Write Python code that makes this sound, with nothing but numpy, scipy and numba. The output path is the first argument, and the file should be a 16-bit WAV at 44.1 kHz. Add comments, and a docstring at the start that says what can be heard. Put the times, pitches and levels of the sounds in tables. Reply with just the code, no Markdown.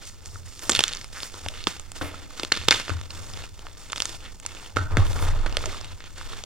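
"""Blocks of gym chalk break in a hand over a steel bowl, heard close by at a pair of microphone ports.
Lumps snap as short noise bursts with a ringing fragment; kneaded powder is dense random clicks and hiss.
Crumbs pop, lumps clack, chalk faces creak by stick-slip, and sliding dust is high-passed noise.
The bowl rings as a sum of decaying modes and booms as low noise under the leaning hand; pats are damped sines.
Stirred air and a quiet room, both shaped noise, lie behind."""
import sys
import numpy as np
from scipy import signal
from scipy.fft import rfft, irfft
from scipy.io import wavfile
from numba import njit

SR = 44100
rng = np.random.default_rng(int(sys.argv[2]) if len(sys.argv) > 2 else 0)


def wav_record(signal):
    """Record a signal, one row per channel, as 16-bit PCM in the file named by sys.argv[1]."""
    frames = np.transpose(np.atleast_2d(signal))
    bounded = np.clip(frames, -1, 1)
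    # unit amplitude maps onto the largest positive 16-bit level
    quanta = np.round(bounded * 32767).astype(np.int16)
    wavfile.write(sys.argv[1], SR, quanta)


N = 284440
TIME = np.arange(N) / SR  # seconds


def from_db(db):
    """Decibel law: amplitude is ten to the level over twenty."""
    return 10 ** (np.asarray(db) / 20)


def rms_one(x):
    """Normalisation to unit effective value."""
    return x / np.sqrt(np.mean(x ** 2) + 1e-20)


def add(track, s, sound):
    """Superposition: mix a sound in at a time in seconds."""
    i = max(int(round(s * SR)), 0)
    part = track[..., i:i + sound.shape[-1]]
    part += sound[..., :part.shape[-1]]


def pan(db):
    """Level difference between channels: left and right gains whose ratio is db."""
    return from_db(np.array([[db], [-db]]) / 2)


def drift(rate):
    """Slow random modulation: noise knots at this rate per second, joined by lines, with rms 1."""
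    knots = rng.standard_normal(8192)
    return rms_one(np.interp(TIME * rate, np.arange(len(knots)), knots))


def swell(start, length, attack_s, release_s):
    """Envelope of one gesture: a linear rise, a hold and an exponential decay."""
    age = TIME - start
    rise = np.clip(age / attack_s, 0, 1)
    return rise * np.exp(-np.clip((age - length) / release_s, 0, 20))


def response(spectrum, size):
    """Minimum phase: the causal impulse response of this spectrum, by folded cepstrum, with unit energy."""
    hz, db = np.transpose(spectrum)
    grid = np.maximum(np.arange(size // 2 + 1) * SR / size, 1)
    level_db = np.interp(np.log(grid), np.log(hz), db)
    cepstrum = irfft(np.log(from_db(level_db)))
    cepstrum[1:size // 2] *= 2
    cepstrum[size // 2 + 1:] = 0
    h = irfft(np.exp(rfft(cepstrum)))
    return h / np.linalg.norm(h)


def through(x, h):
    """Linear filtering: convolve a sound with an impulse response."""
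    return signal.oaconvolve(np.atleast_2d(x), np.atleast_2d(h), axes=-1)[:, :N]


def rumble(spectrum):
    """Incoherent noise: shaped by a spectrum, unrelated in the two channels, rms 1."""
    return rms_one(through(rng.standard_normal((2, N)), response(spectrum, size=8192)))


@njit
def resonate(x, hz, q):
    """Resonance: a band-pass of gain 1 whose centre may move from sample to sample."""
    out, low, band = np.zeros(len(x)), 0., 0.
    for i in range(len(x)):
        g = np.tan(np.pi * hz[i] / SR)
        v = (band + g * (x[i] - low)) / (1 + g * (g + 1 / q))
        low, band = low + 2 * g * v, 2 * v - band
        out[i] = v / q
    return out


def ring(hz, db, t60):
    """Damped mode: a sine that falls 60 dB in t60 seconds."""
    t = TIME[:SR]
    return from_db(db - 60 * t / max(t60, .002)) * np.sin(2 * np.pi * hz * t)


def grains(per_s, spread_db):
    """Poisson process: randomly timed clicks of very unequal size, rms 1."""
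    out, born = np.zeros(N), np.flatnonzero(rng.random(N) < per_s / SR)
    size, sign = rng.random((2, N), dtype=np.float32)[:, born]
    size_db = spread_db * np.minimum(-np.log(1 - size), 3.6)
    out[born] = from_db(size_db) * np.sign(sign - .5)
    return rms_one(out)


def placed(sound, scatter_db=2.5, scatter_ms=0.011):
    """Stereo localisation: each piece has its own slight balance and delay between the ports."""
    across, along = rng.standard_normal(2)
    khz = np.fft.rfftfreq(len(sound), 1000 / SR)
    turn = np.exp(np.pi * 1j * khz * scatter_ms * along * np.array([[1], [-1]]))
    return pan(scatter_db * across) * irfft(rfft(sound) * turn, len(sound))


# Spectra of breaking chalk, big lumps to fine grit. Each row: frequency in Hz, relative level in dB.
LUMP_SPECTRUM = [(60, -9), (170, -4), (380, 0), (560, 0), (740, -6), (1000, -0.5), (1300, -4.5),
                 (1900, -10.5), (2800, -30), (5000, -62)]
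CRUNCH_SPECTRUM = [(300, -53), (900, -16), (1300, 0.5), (1600, 2), (2100, 1.5), (2600, 1.5), (3300, 2.5),
                   (4200, -1), (5200, -9), (7000, -12), (14000, -78)]
GRIT_SPECTRUM = [(1500, -84.5), (4000, -4), (5300, 1.5), (7600, 2), (8800, 1), (10300, -8), (13000, -11),
                 (16000, -24)]
# Fine grit of kneaded powder, softer than a snap around 7 to 10 kHz. Each row: frequency in Hz,
# relative level in dB.
KNEADED_GRIT_SPECTRUM = [(1500, -53), (4000, -8), (5300, 0), (7600, -1.5), (8800, -3.5), (10300, -11),
                         (13000, -11.5), (16000, -16.5)]


def chalk_voices():
    """Source spectra: impulse responses of lump body, crunch, grit of snaps and grit of kneaded powder."""
    spectra = LUMP_SPECTRUM, CRUNCH_SPECTRUM, GRIT_SPECTRUM, KNEADED_GRIT_SPECTRUM
    return [response(spectrum, size=1024) for spectrum in spectra]


# Lumps snapping. Each row: time of the sharp click in seconds, crunch level in dB before trim,
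# body in dB over crunch before trim, length scale in ms (times the linger factor gives the decay constant),
# fragment pitch in Hz.
SNAPS = [(0.2588, -34, -19, 1.2, 7600), (0.357, -44, 13, 1.2, 1180), (0.5931, -33, -20, 0.7, 7300),
         (0.695, -12.5, -0.5, 0.3, 8200), (0.6977, -12.5, -2, 1.3, 6700), (0.7195, -13, -10.5, 0.43, 3820),
         (0.7339, -20, -18, 0.55, 3400), (0.75, -9, -21, 3.5, 3530), (0.7606, -16, -28, 0.45, 3380),
         (0.764, -19, -31, 0.49, 3570), (0.7701, -17, -29, 0.45, 3320), (0.7916, -4.5, -10, 1.85, 3250),
         (0.8057, -9.5, -8, 3.7, 3340), (0.8386, -6, -23, 0.41, 3500), (0.8807, -20, -23, 0.8, 6340),
         (0.928, -28, -20, 0.36, 4500), (0.9349, -20, -25, 0.4, 3770), (0.9497, -27.5, -23, 0.4, 5500),
         (0.9711, -28.5, -19, 0.5, 5000), (1.013, -30, -13, 1, 5000), (1.0439, -30, -7, 0.77, 4850),
         (1.2037, -28, -19, 0.37, 4090), (1.2325, -22, -7, 0.2, 4380), (1.3411, -32, 0, 2.6, 4100),
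         (1.462, -23.5, 1.5, 2.1, 713), (1.4858, -18, -31, 0.5, 3400), (1.6402, -25.5, -22, 1.1, 3560),
         (1.6704, -9.5, -5.5, 1.3, 1120), (1.7972, -31.5, -6, 0.47, 7900), (1.918, -33, -3.5, 1.5, 8750),
         (2.012, -29, 8.5, 5.3, 1500), (2.142, -39, 9.5, 3.7, 1460), (2.397, -21, -3.5, 2.7, 4100),
         (2.433, -17, -5.5, 1.9, 3300), (2.449, -21.5, -9, 0.9, 3800), (2.5197, -7.5, -8.5, 0.18, 1710),
         (2.522, -5, -13, 1.4, 3800), (2.5638, -26, -6, 3, 4000), (2.5731, -22, -1, 0.2, 4060),
         (2.6829, -24, 1.5, 0.4, 4100), (2.6852, 2.5, -6.5, 0.59, 3500), (2.709, 0.5, -20, 0.64, 4000),
         (2.7119, -15, -1, 1.5, 2200), (2.716, -8, -12, 3, 1540), (2.7235, -5, -17, 5.9, 2030),
         (2.881, -25.5, 1, 0.8, 2080), (2.8947, -24.5, 3.5, 2.1, 2200), (2.902, -26.5, 4, 1.5, 1580),
         (3.0134, -31.5, -1, 0.34, 3920), (3.1053, -26.5, -15, 2.6, 4160), (3.3367, -31, -15, 0.3, 5370),
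         (3.5926, -34, -5, 1.1, 2950), (3.6679, -29, -3, 0.7, 1160), (3.8997, -29, -5, 6.4, 3210),
         (3.9207, -25.5, -8, 2.8, 6910), (3.9308, -16.5, -7, 0.34, 1080), (3.9603, -23, -8, 0.71, 3130),
         (3.9745, -26, -11, 2.6, 3180), (3.9802, -24.5, -8, 0.5, 4660), (4.0031, -12.5, -12.5, 0.37, 3100),
         (4.0214, -16, -8.5, 0.095, 5400), (4.055, -20.5, -11.5, 1, 6360), (4.1482, -37, -2, 1.5, 4000),
         (4.4, -37.5, -18, 0.42, 8500), (4.4513, -37, 3, 1.4, 990), (4.4632, -22.5, -16, 0.19, 8800),
         (4.7688, -13, 2.5, 2.4, 1450), (4.785, -24, -7, 3, 1320), (4.97, -10, -0.5, 1.25, 1870),
         (5.2251, -25.5, 1.5, 0.87, 1050), (5.4614, -20.5, 2, 7.5, 2110), (5.5258, -28, -2, 0.89, 3200),
         (5.5695, -10, -17, 0.65, 3300), (5.5904, -34, -7, 0.9, 4500), (5.639, -26.5, 2.5, 2.3, 1520),
         (5.6576, -24.5, -4, 2.7, 5940), (5.7365, -34, -17, 1.3, 3320), (5.8122, -32.5, -1, 0.44, 5060),
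         (5.845, -29.5, -20, 2.2, 3060), (6.005, -32.5, -6.5, 0.37, 1870), (6.2122, -29, -2.5, 2, 1330),
         (6.332, -29.5, 1, 0.81, 1410), (6.438, -27, -6, 1.1, 4700)]
# Level trims in dB of body, crunch and grit.
SNAP_TRIMS = [-0.56, -2.5, 0]
# Small fragments are gritty: grit over crunch at the usual pitch, before trim, and its rise with pitch.
FRAGMENT_HZ, FRAGMENT_GRIT_DB, GRIT_DB_PER_OCTAVE = 3500, -8.5, 7.5


def cracks(voices, splinter=1.57, uneven_db=4.0, linger=0.7, lead=0.11, lead_ms=0.7,
           fragment_q=3.0, fragment_db=9.5):
    """Brittle fracture: faint splinters, a sharp click, an uneven decay and a briefly ringing fragment."""
    out = np.zeros((2, N))
    ms = (np.arange(1024) - 128) / SR * 1000  # the click falls at zero
    for s, db, body_db, length_ms, hz in SNAPS:
        octaves = max(np.log2(hz / FRAGMENT_HZ), -1.4)
        grit_db = FRAGMENT_GRIT_DB + GRIT_DB_PER_OCTAVE * octaves
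        length_ms = max(length_ms, .1)
        chance = rng.standard_normal((2, len(ms)))
        before = lead * np.exp(-abs(ms) / lead_ms)
        after = np.exp(-abs(ms) / (linger * length_ms))
        burst = chance[0] * from_db(uneven_db * chance[1]) * np.where(ms < 0, before, after)
        burst *= splinter * np.sqrt(length_ms) / np.linalg.norm(burst)
        burst[ms == 0] -= 1  # the sharp click
        burst += from_db(fragment_db) * resonate(burst, np.full(len(ms), float(hz)), float(fragment_q))
        snap = 0
        for voice, voice_db, trim_db in zip(voices, (body_db, 0, grit_db), SNAP_TRIMS):
            part = signal.fftconvolve(burst, voice)
            snap = snap + from_db(db + voice_db + trim_db) * part / np.linalg.norm(part)
        # a level of 0 dB means the energy of 1 ms at rms 1
        add(out, s + ms[0] / 1000, placed(np.sqrt(SR / 1000) * snap))
    return out


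def crumbs(voice, crunch_db, per_s=60, tick_db=-1.5, uneven_db=5.5, ring_db=10.0, q=12.0, ceiling_db=-34):
    """Random impulses on resonators: single crumbs pop at their own pitch, harder under more pressure."""
    out = np.zeros((2, N))
    draws = rng.random((1500, 4))
    for when, keep, size, pitch in draws:
        if keep < per_s * N / SR / len(draws):
            hz = 1800 * 4 ** pitch
            pop = voice + from_db(ring_db) * resonate(voice, np.full(len(voice), hz), float(q))
            pop *= np.sqrt(SR / 1000) / np.linalg.norm(pop)
            pressure_db = min(crunch_db[int(when * N)], ceiling_db)
            db = pressure_db + tick_db + uneven_db * min(-np.log(size), 2.5)
            add(out, when * N / SR, from_db(db) * placed(pop))
    return out


# Hard chips that break off. Each row: start in seconds, frequency in Hz, level in dB, t60 in seconds.
CHIPS = [(0.7008, 7460, -9, 0.0066), (0.713, 7300, -10.5, 0.014)]


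def pings():
    """Free vibration: small hard chips ring briefly as they break off."""
    out = np.zeros(N)
    for s, hz, db, t60 in CHIPS:
        add(out, s, ring(hz, db, t60))
    return out


# Fingers squeezing or rubbing the powder. Each row: start in seconds, length in seconds, crunch level in dB,
# body in dB over crunch, grit in dB over crunch, mid-gesture hollow of the hand in Hz; levels before trims.
FINGER_SQUEEZES = [(0.0, 0.033, -45.5, -5, -4, 2670), (0.048, 0.049, -54.5, -19, 9, 3020),
                   (0.246, 0.14, -58, 0.5, 8, 1700), (0.442, 0.17, -54.5, -7, 4, 2830),
                   (0.61, 0.062, -44.5, -1, 1, 2000), (0.703, 0.037, -36.5, 1, 0, 3300),
                   (0.736, 0.13, -37.5, -9, -6, 3500), (0.915, .11, -48.5, -3.5, -0.5, 3500),
                   (1.12, 0.16, -46.5, -5, 3, 2440), (1.31, 0.233, -50.5, -0.5, 0, 2620),
                   (1.533, 0.081, -42.5, -8.5, -8, 3120), (1.948, 0.027, -41, -5.5, -2, 1320),
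                   (2.118, 0.12, -48, -2, -6.5, 1900), (2.288, 0.202, -48.5, -2, -2.5, 2200),
                   (2.54, 0.39, -48, -8, -3, 2550), (3.091, 0.245, -49, 1, 1, 1900),
                   (3.351, 0.1, -44, -4, -5, 2430), (3.585, 0.11, -53.5, 0, -6, 1430),
                   (3.76, 0.21, -53, -2, 1, 2150), (3.951, 0.21, -46, -3, 0, 2900),
                   (4.195, 0.067, -48.5, -4, -8, 2400), (4.417, 0.25, -47, -3, -3.5, 2280),
                   (4.896, 0.106, -53.5, 15, -24, 1400), (5.036, 0.1, -45, 2, -3, 1600),
                   (5.142, 0.15, -40, 5, -5, 1730), (5.313, 0.24, -45.5, 4, -11, 1540),
                   (5.573, .18, -42, -0.5, -4.5, 2800), (5.749, 0.17, -47.5, -2.5, -9, 2700),
                   (5.996, .075, -47, -12, -17, 2250), (6.155, 0.25, -45, -3.5, -5.5, 1910)]
SQUEEZE_ATTACK_S, SQUEEZE_RELEASE_S = 0.015, 0.025
CLOSING_OCTAVES_PER_S = 1.2  # the hollow shrinks as the hand closes
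# Broken lumps falling to rubble. Each row: start in seconds, crunch level in dB, body in dB over crunch,
# grit in dB over crunch, hollow of the hand in Hz; levels before trims.
RUBBLE_FALLS = [(0.863, -32.5, -18.5, -8, 3670), (1.67, -34, -7.5, -4, 1280), (2.012, -38, 6.5, -12, 1700),
                (2.526, -29.5, -11.5, -12, 2580), (2.712, -23, -8, -8.5, 2600), (2.9, -38, 0.5, -9, 1700),
                (4.76, -36, 3, -7.5, 1650), (4.972, -33, 3.5, -13, 1540)]
COLLAPSE_ATTACK_S, RUBBLE_SETTLE_S = 0.002, 0.044
TRICKLE_DB, TRICKLE_SETTLE_S = -16.5, 0.17  # the last crumbs run on after the rubble has settled
# Fingers resting in the powder. One row: crunch level in dB, body in dB over crunch, grit in dB over crunch,
# hollow of the hand in Hz; levels before trims.
RESTING_FINGERS = (-59.5, 1, 2, 2304)


def handling(waver_db=0.3, waver_rate=28):
    """Energy addition: gestures sum in power to crunch, body and grit levels and a mean hollow pitch."""
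    gestures = [(np.ones(N), *RESTING_FINGERS)]
    for start, length, *levels, hz in FINGER_SQUEEZES:
        envelope = swell(start, length, SQUEEZE_ATTACK_S, SQUEEZE_RELEASE_S)
        closing = CLOSING_OCTAVES_PER_S * np.clip(TIME - start - length / 2, -length, length)
        gestures.append((envelope, *levels, hz * np.exp2(closing)))
    for start, *colour in RUBBLE_FALLS:
        rubble = swell(start, 0, COLLAPSE_ATTACK_S, RUBBLE_SETTLE_S)
        trickle = from_db(TRICKLE_DB) * swell(start, 0, COLLAPSE_ATTACK_S, TRICKLE_SETTLE_S)
        gestures.append((rubble + trickle, *colour))
    crunch = body = grit = hollow = 0
    for envelope, db, body_db, grit_db, hz in gestures:
        power = (from_db(db) * envelope) ** 2
        crunch = crunch + power
        body = body + power * from_db(body_db) ** 2
        grit = grit + power * from_db(grit_db) ** 2
        hollow = hollow + power * hz
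    crunch_db, body_db, grit_db = 10 * np.log10([crunch, body / crunch, grit / crunch])
    return crunch_db + waver_db * drift(waver_rate), body_db, grit_db, hollow / crunch


# Level trims in dB of body, crunch and grit.
POWDER_TRIMS = [-1.5, -1.5, 1]


def powder(voices, crunch_db, body_db, grit_db, hollow_hz, per_s=1700, spread_db=3.5, clump_db=2.0,
           clump_rate=130, hiss=0.5, own=0.97, hollow_q=4.0, hollow_db=-3.5, flutter_octaves=0.49,
           flutter_rate=90, stray=0.32):
    """Granular friction: crumbs collapse in clumps over rubbing hiss; more pressure breaks more of them."""
    pressure = from_db(.35 * (crunch_db - np.mean(crunch_db)))
    shared_crumbs = grains(per_s * pressure, spread_db)
    clumps = from_db(clump_db * drift(clump_rate))
    # gaps between the fingers open and close, so the hollow's pitch flutters
    flutter = 2 ** (flutter_octaves * drift(flutter_rate))
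    hollow_hz = np.minimum(hollow_hz * flutter, SR / 3)
    out = 0
    for voice, voice_db, trim_db in zip(voices, (body_db, 0, grit_db), POWDER_TRIMS):
        own_crumbs = grains(per_s * pressure, spread_db)
        clicks = (shared_crumbs + own * own_crumbs) / np.sqrt(pressure)
        drive = rms_one(clumps * (clicks + hiss * rng.standard_normal(N)))
        drive = drive + from_db(hollow_db) * resonate(drive, hollow_hz, float(hollow_q))
        # crumbs off to the sides reach the two ports differently
        drive = drive + stray * clumps * grains(per_s, spread_db) * np.array([[1], [-1]])
        out = out + rms_one(through(drive, voice)) * from_db(crunch_db + voice_db + trim_db)
    return out


def tumbling(crunch_db, body_db, per_s=170, lump_db=-7.0, spread_db=4.5, q=8.0, low_hz=330, high_hz=1150):
    """Impact excitation: rolling lumps clack softly at set pitches, mostly when the sound is all body."""
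    clacks = grains(per_s, spread_db)
    pitches = np.geomspace(low_hz, high_hz, num=9)
    dealt = rng.integers(0, len(pitches), N)  # which pitch each clack strikes
    rings = 0
    for k, hz in enumerate(pitches):
        b, a = signal.iirpeak(hz, max(q, 1), fs=SR)
        rings = rings + signal.lfilter(b, a, clacks * (dealt == k) + 1e-18)
    return from_db(lump_db + crunch_db + body_db + np.minimum(body_db, 0)) * rms_one(rings)


# Chalk slipping on chalk. Each row: start in seconds, end in seconds, slips per second, resonance in Hz,
# level in dB.
SLIPS = [(1.142, 1.203, 195, 1600, -42), (1.542, 1.604, 280, 3250, -69), (2.018, 2.12, 380, 2150, -44.5),
         (4.242, 4.312, 350, 2110, -52)]


def creaks(jitter=.1, uneven_db=1.5, q=2.0):
    """Stick-slip friction: two faces give a quick, nearly regular run of clicks that swells and fades."""
    out = np.zeros(N)
    for start, end, per_s, hz, db in SLIPS:
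        span = max(end - start, .02)
        chance = rng.standard_normal((2, 64))
        at = np.cumsum(np.maximum(1 + jitter * chance[0], .1)) / per_s
        heard = at < span
        arch = np.sqrt(np.sin(np.pi * at[heard] / span))
        slips = np.zeros(int(span * SR) + 1)
        slips[(at[heard] * SR).astype(int)] = from_db(uneven_db * chance[1, heard]) * arch
        creak = resonate(slips, np.full(len(slips), float(hz)), float(q))
        add(out, start, from_db(db) * rms_one(creak))
    return out


# Fine dust sliding off the heap. Each row: start in seconds, length in seconds, level in dB.
DUST_SLIDES = [(0.605, 0.036, -38), (1.194, 0.069, -47), (1.991, 0.086, -42), (5.04, .13, -46),
               (5.184, 0.061, -38.5)]
DUST_ATTACK_S, DUST_RELEASE_S = 0.035, 0.02


def dust(low_hz=7500):
    """Broadband friction noise: sliding dust gives a smooth, airy hiss."""
    airy = signal.butter(2, min(low_hz, SR / 3), "high", fs=SR, output="sos")
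    flow = 0
    for start, length, db in DUST_SLIDES:
        flow = flow + from_db(db) * swell(start, length, DUST_ATTACK_S, DUST_RELEASE_S)
    return flow * rms_one(signal.sosfilt(airy, rng.standard_normal(N)))


# Knocks on the bowl. Each row: start in seconds, strength in dB, contact time in ms.
BOWL_KNOCKS = [(1.464, -9, 3.1), (2.015, -8.5, 0.91), (2.897, -3, 3.15), (4.773, -15, 0.23)]
# Modes of the steel bowl. Each row: frequency in Hz, relative level in dB, t60 in seconds,
# left over right in dB.
BOWL_MODES = [(87.5, -33.5, 0.5, 25), (288, -39, 1, 23), (284.5, -41, 0.55, 27.5), (620, -34, 0.83, -10),
              (1318, -22, 0.3, -21), (1420, -26, 0.32, -25), (1440, -26, 0.08, -31), (1410, -23, 0.44, 12),
              (1520, -20, 0.48, -4), (1850, -26, 0.31, 8), (2430, -46, .12, 0)]


def bowl(rattle_db=4.0, rattle_rate=110):
    """Modal synthesis: a long contact wakes only the low modes; loose chalk makes the ring waver."""
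    out = np.zeros((2, N))
    for s, db, contact_ms in BOWL_KNOCKS:
        for hz, mode_db, t60, pan_db in BOWL_MODES:
            softness = 1 + (hz * contact_ms / 1000 * 2) ** 4 / 2
            add(out, s, pan(pan_db) * ring(hz, db + mode_db, t60) / softness)
    return out * from_db(rattle_db * drift(rattle_rate))


# Dull thuds of the palm or a lump on the heap. Each row: start in seconds, frequency in Hz, peak level in dB,
# rise constant in seconds (the envelope peaks at twice this).
HEAP_PATS = [(0.697, 343, -34, 0.0047), (1.671, 363, -19, 0.0012), (1.672, 173, -32.5, 0.0035),
             (2.015, 234, -38, 0.0049), (2.434, 300, -25, 0.0011), (2.684, 355, -20, 0.0012),
             (4.9706, 174, -13.5, 0.002), (4.9808, 96, -13, 0.0089), (5.5702, 537, -19.5, 0.0008),
             (5.657, 620, -35, 0.0046), (5.672, 383, -34.5, 0.0036)]


def pats():
    """Cushioned impact: each thud is a low sine under a smooth pulse."""
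    out = np.zeros(N)
    t = TIME[:SR // 4]
    for s, hz, db, rise in HEAP_PATS:
        envelope = (t / (2 * rise)) ** 2 * np.exp(2 - t / rise)
        add(out, s, -from_db(db) * envelope * np.sin(2 * np.pi * hz * t))
    return out


# The hand leaning on the bowl. Each row: start in seconds, length in seconds, level in dB before panning.
HAND_LEANS = [(0.258, 0.21, -41.5), (0.697, 0.051, -41), (0.769, 0.017, -34), (1.313, 0.33, -49.5),
              (2.007, 0.047, -35), (2.565, 0.19, -38.5), (2.902, .09, -31.5), (3.017, 0.4, -40.5),
              (4.746, 0.28, -30.5), (4.968, 0.041, -18), (5.048, 0.32, -27), (5.576, .12, -32),
              (5.745, 0.2, -43.5)]
LEAN_ATTACK_S, LEAN_RELEASE_S, RESTING_BOOM_DB = 0.017, 0.031, -50
# Spectrum of the boom. Each row: frequency in Hz, relative level in dB.
BOOM_SPECTRUM = [(30, -26), (60, -21), (78, 3.5), (92, 6.5), (108, -3), (130, -9.5), (180, -23.5),
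                 (400, -60)]


def bowl_boom(pan_db=2.5):
    """Forced vibration: the leaning hand keeps the bowl booming; leans add in power."""
    lean = from_db(RESTING_BOOM_DB)
    for start, length, db in HAND_LEANS:
        lean = np.hypot(lean, from_db(db) * swell(start, length, LEAN_ATTACK_S, LEAN_RELEASE_S))
    return lean * pan(pan_db) * rumble(BOOM_SPECTRUM)


# Air stirred by the arm, most while it pats the heap. Each row: time in seconds, level in dB before gain.
ARM_STIR = [(0.0, -50), (1.83, -45.5), (4.71, -48), (5.01, -23.5), (5.19, -33.5), (5.46, -27),
            (5.95, -47.5), (6.4, -42.5), (6.45, -55)]
# Spectrum of the stirred air. Each row: frequency in Hz, relative level in dB.
AIR_SPECTRUM = [(10, -3.5), (22, 6), (32, -19), (45, -4), (62, -11.5), (100, -18.5), (300, -66.5)]


def stirred_air(gain_db=4.5, pan_db=-2.5):
    """Flow noise: low rumble that follows the moving arm."""
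    s, db = np.transpose(ARM_STIR)
    stir_db = np.interp(TIME, s, db)
    return from_db(stir_db + gain_db) * pan(pan_db) * rumble(AIR_SPECTRUM)


def reflections(x, near_db=-14, near_t60=0.031, wall_db=-13, wall_t60=0.0097, room_db=-24, room_t60=0.45,
                dull_hz=7500):
    """Reverberation: heap echoes reach both ports alike; bowl wall and faint room tail are diffuse."""
    t = TIME[:SR // 2]
    dull = signal.butter(1, min(dull_hz, SR / 3), fs=SR, output="sos")
    h = np.zeros((2, len(t)))
    for db, t60, channels in ((near_db, near_t60, 1), (wall_db, wall_t60, 2), (room_db, room_t60, 2)):
        tail = rng.standard_normal((channels, len(t))) * from_db(-60 * t / t60) * (t > .0005)
        h += from_db(db) * signal.sosfilt(dull, tail / np.linalg.norm(tail[0]))
    return through(x, h)


PORT_LAG_MS, PAN_DB = 0.033, -2


def ports(x):
    """Interaural cues: chalk to the right reaches the left port a little later and softer."""
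    hz = np.arange(N // 2 + 1) * SR / N
    late = irfft(rfft(x[0]) * np.exp(-2j * np.pi * hz * PORT_LAG_MS / 1000), N)
    return np.array([late, x[1]]) * pan(PAN_DB)


# Spectrum of the room air. Each row: frequency in Hz, relative level in dB.
ROOM_SPECTRUM = [(20, 5.5), (90, -2), (180, -4), (500, -13.5), (2000, -44), (8000, -36), (16000, -30)]
ROOM_DB = -53


def room_air():
    """Background noise: a steady, diffuse floor."""
    return from_db(ROOM_DB) * rumble(ROOM_SPECTRUM)


def scene():
    """Superposition of chalk, bowl, hand and room air."""
    body, crunch, grit, kneaded_grit = chalk_voices()
    crunch_db, body_db, grit_db, hollow_hz = handling()
    crumb_voice = crunch + 0.13 * grit + 0.83 * body
    breaking = cracks([body, crunch, grit]) + crumbs(crumb_voice, crunch_db) + pings()
    kneading = powder([body, crunch, kneaded_grit], crunch_db, body_db, grit_db, hollow_hz)
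    kneading = kneading + tumbling(crunch_db, body_db)
    chalk = breaking + kneading + creaks() + dust()
    hand = pats() + bowl_boom() + stirred_air()
    return ports(chalk + reflections(chalk)) + bowl() + hand + room_air()


CUTOFF_HZ = 16000


def record(dry):
    """Saturation and band limiting: the loudest snaps overload smoothly and the top is cut."""
    clipped = dry / (1 + dry ** 6) ** (1 / 6)
    top_cut = signal.ellip(10, .2, 100, CUTOFF_HZ, fs=SR, output="sos")
    return signal.sosfilt(top_cut, clipped)


dry = scene()
out = record(dry)
wav_record(out)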